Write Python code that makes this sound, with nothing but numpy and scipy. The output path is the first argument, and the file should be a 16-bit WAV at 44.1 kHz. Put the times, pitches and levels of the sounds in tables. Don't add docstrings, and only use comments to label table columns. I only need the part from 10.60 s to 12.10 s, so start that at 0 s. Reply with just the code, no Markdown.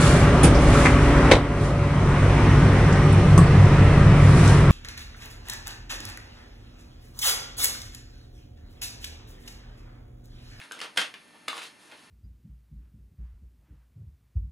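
import sys
import numpy as np
from scipy import signal
from scipy.fft import rfft, irfft
from scipy.io import wavfile

SR = 44100
rng = np.random.default_rng(int(sys.argv[2]) if len(sys.argv) > 2 else 0)


def dump(signal):
    limited = np.clip(np.atleast_2d(signal).T, -1, 1)
    pcm = np.round(limited * 32767).astype(np.int16)
    wavfile.write(sys.argv[1], SR, pcm)


N = 66150
T = np.arange(N) / SR

# (frequency [Hz], relative level per Hz [dB])
PAPER_COLOUR = [(30, -40), (100, -35), (160, -21.5), (215, -5), (330, -5), (470, -2), (720, -3), (1150, 0),
                (1700, -2.5), (2100, -2), (3200, -0.5), (4700, -5), (5900, -11), (8000, -14), (9600, -11),
                (12000, -20)]
FIBRES_PER_S, FIBRE_SPREAD_DB = 6500, 3.5
BODY_HZ, TREBLE_HZ = 1300, 4630
LEVEL_SPAN_S = 0.01


def from_db(db):
    return 10 ** (np.asarray(db) / 20)


def unit(x):
    return x / np.sqrt(np.sum(x ** 2) + 1e-20)


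def colour(x, points):
    curve_hz, curve_db = np.transpose(points)
    hz = np.maximum(np.fft.rfftfreq(2 * N, 1 / SR), 1)
    gain = from_db(np.interp(np.log(hz), np.log(curve_hz), curve_db))
    return irfft(rfft(x, 2 * N) * gain)[:N]


def shelf(x, hz, db):
    return colour(x, [(hz / np.sqrt(2), 0), (hz * np.sqrt(2), db)])


def tone(x, body_db, treble_db):
    less_above_body = shelf(x, BODY_HZ, -body_db)
    return shelf(less_above_body, TREBLE_HZ, treble_db)


def stereo(mid, side):
    # (frequency [Hz], side level relative to mid [dB])
    width_curve = [(100, -12), (400, -6), (1200, -4.5), (2200, -6), (3850, -4.5), (4400, -56), (12000, -27)]
    return mid + colour(side, width_curve) * np.array([[1], [-1]])


def envelope(start, hold, attack, release):
    before = np.minimum(T - start, 0)
    after = np.maximum(T - start - hold, 0)
    return np.exp(before / attack - after / release)


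def ring(start, hz, decay):
    age = np.maximum(T - start, 0)
    return np.sin(2 * np.pi * hz * age) * np.exp(-age / decay)


def fibres():
    sizes = from_db(FIBRE_SPREAD_DB * np.minimum(rng.exponential(1, N), 4))
    signs = rng.choice([-1, 1], N)
    breaks = rng.random(N) < FIBRES_PER_S / SR
    return sizes * signs * breaks


def hiss():
    # (frequency [Hz], relative level per Hz [dB])
    hiss_colour = [(25, -26), (60, -18), (130, -5.5), (260, 0.5), (500, -7.5), (800, -6.5), (1800, -6.5),
                   (2600, -10), (4500, -14.5), (6000, -19.5), (8300, -20), (10300, -12), (12000, -25)]
    mid_db = -58
    noises = rng.standard_normal((2, N))
    mid, side = [unit(colour(noise, hiss_colour)) * np.sqrt(N) for noise in noises]
    return from_db(mid_db) * stereo(mid, side)


def motor_whine():
    # (multiple of its pitch, RMS level [dB])
    harmonics = [(1, -72), (2, -76), (3, -75), (6, -67.5), (7, -72), (8, -73), (9, -71.5), (11, -76.5),
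                 (14, -74.5), (15, -75.5), (17, -97), (18, -77.5)]
    motor_hz = 298
    thin_hz, thin_db = 6401, -76
    lines = [(multiple * motor_hz, db) for multiple, db in harmonics] + [(thin_hz, thin_db)]
    whine = np.zeros(N)
    for hz, db in lines:
        sine = np.sin(2 * np.pi * (hz * T + rng.random()))
        whine += from_db(db) * np.sqrt(2) * sine
    return whine


def bedroom(x):
    # (frequency [Hz], gain [dB])
    echo_colour = [(110, -22), (220, 2), (500, -1.5), (1500, 2), (4000, -1), (11000, -6.5)]
    delay_s, build_s = 0.0028, 0.0018
    t60_s = 0.24
    room_db = 0
    age = np.maximum(T - delay_s, 0)
    fade = (1 - np.exp(-age / build_s)) * from_db(-60 * age / t60_s)
    echoes = []
    for noise in rng.standard_normal((2, N)):
        response = colour(unit(fade * noise), echo_colour)
        echoes.append(signal.fftconvolve(x, response)[:N])
    mid, side = echoes
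    return from_db(room_db) * stereo(mid, side)


def thumps():
    # (time [s], level [dB], pitch [Hz])
    thump_list = [(0.375, -39, 500), (0.882, -47, 248)]
    decay_s = 0.009
    out = np.zeros(N)
    for start, db, hz in thump_list:
        out += from_db(db) * unit(ring(start, hz, decay_s))
    return out * np.sqrt(LEVEL_SPAN_S * SR)


def strokes():
    # (start [s], length [s], level [dB], body [dB], treble [dB])
    stroke_list = [(0.0, .055, -56.5, 0.5, 4.5), (0.146, 0.04, -51, 5.5, -1.5), (0.219, 0.032, -42.5, 3, 1),
                   (0.384, 0.032, -33, -0.5, 3.5), (0.734, 0.031, -58, 10, -20),
                   (0.895, .035, -52, -13, 11), (0.953, 0.043, -44.5, 3, 6), (1.020, 0.018, -42.5, -5.5, 4),
                   (1.038, 0.033, -50.5, -0.5, 9), (1.203, 0.08, -60, 5, 10), (1.299, 0.031, -55.5, 7, -2),
                   (1.339, 0.012, -56, 9, 6), (1.372, 0.092, -62, 0, 8.5)]
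    attack_s, release_s = 0.0084, 0.012
    out = np.zeros(N)
    for start, length, db, body_db, treble_db in stroke_list:
        clicks = fibres() * envelope(start, length, attack_s, release_s)
        crackle = tone(colour(clicks, PAPER_COLOUR), body_db, treble_db)
        out += from_db(db) * unit(crackle) * np.sqrt(length * SR)
    return out


def snaps():
    # (time [s], level [dB], crackle decay [s], panel pitch [Hz],
    # panel ring relative to the crack [dB], body [dB], treble [dB])
    snap_list = [(0.001, -47.5, 0.001, 2560, -2.5, -1.5, -5), (0.016, -46.5, 0.0016, 2190, 1, -7, -4),
                 (0.027, -61, 0.0049, 2460, -5, -5, 7), (0.039, -53.5, 0.00077, 2500, -10, -6, 1),
                 (0.1119, -39.5, 0.0048, 1560, 6, 5.5, -5), (0.1208, -40, 0.0017, 1520, -13, -1, 11),
                 (0.1916, -44.5, 0.0058, 2080, -1, -4, 7), (0.2034, -42, .002, 2860, 2, -6, 7),
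                 (0.2152, -34.5, 0.003, 2920, -12, -5.5, -2), (0.3615, -47.5, 0.0053, 950, -9, 9, 3),
                 (0.3728, -27, 0.0085, 2030, -8.5, 0, 9.5), (0.3752, -21.5, 0.0027, 3140, -9, 1.5, -1.5),
                 (0.3865, -33.5, 0.0005, 3360, -23, -3, -7), (0.4150, -34.5, 0.0027, 2540, -9, -1, 4.5),
                 (0.5410, -43.5, 0.0037, 2400, -17, -4, -4), (0.8805, -36.5, 0.0074, 1244, 8, -4, 10),
                 (0.8823, -29.5, 0.0046, 2250, -8.5, -3, 2), (0.9302, -37.5, 0.0015, 1120, 2.5, 4, -1),
                 (0.9425, -45, 0.002, 880, -3, 3, -4), (0.9688, -43, .002, 1130, -1, 3, 2),
                 (0.9789, -39.5, .003, 1205, -14, -2.5, 1), (1.0185, -41.5, 0.0036, 2530, -3.5, -7, -10),
                 (1.315, -52, .004, 2750, -7, -7, -2), (1.322, -48, 0.0035, 865, -5.5, -1.5, -9),
                 (1.384, -60, 0.0011, 3060, -4, -9, -8)]
    attack_s = 0.00069
    ring_cycles = 6.2
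    pop_width_s, pop_db = 0.00008, -6.5
    cracks, rings = np.zeros((2, N))
    for start, db, decay, panel_hz, ring_db, body_db, treble_db in snap_list:
        flip = (T - start) / pop_width_s
        pulse = flip * np.exp(-flip ** 2 / 2)
        pop = unit(colour(pulse, PAPER_COLOUR))
        clicks = fibres() * envelope(start, 0, attack_s, decay)
        crackle = unit(colour(clicks, PAPER_COLOUR))
        crack = unit(tone(crackle + from_db(pop_db) * pop, body_db, treble_db))
        panel_note = ring(start, panel_hz, ring_cycles / panel_hz)
        panel = from_db(ring_db) * unit(colour(panel_note, PAPER_COLOUR))
        gain = from_db(db) * np.sqrt(LEVEL_SPAN_S * SR / (1 + from_db(ring_db) ** 2))
        cracks += gain * crack
        rings += gain * panel
    return cracks, rings


def scene():
    panel_room_db = -4
    cracks, rings = snaps()
    paper = cracks + thumps() + strokes()
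    room = bedroom(paper + from_db(panel_room_db) * rings)
    return paper + rings + room + hiss() + motor_whine()


def record(dry):
    cutoff_hz = 12200
    low_pass = signal.ellip(10, 0.3, 80, cutoff_hz, fs=SR, output="sos")
    return signal.sosfilt(low_pass, dry)


dry = scene()
out = record(dry)
dump(out)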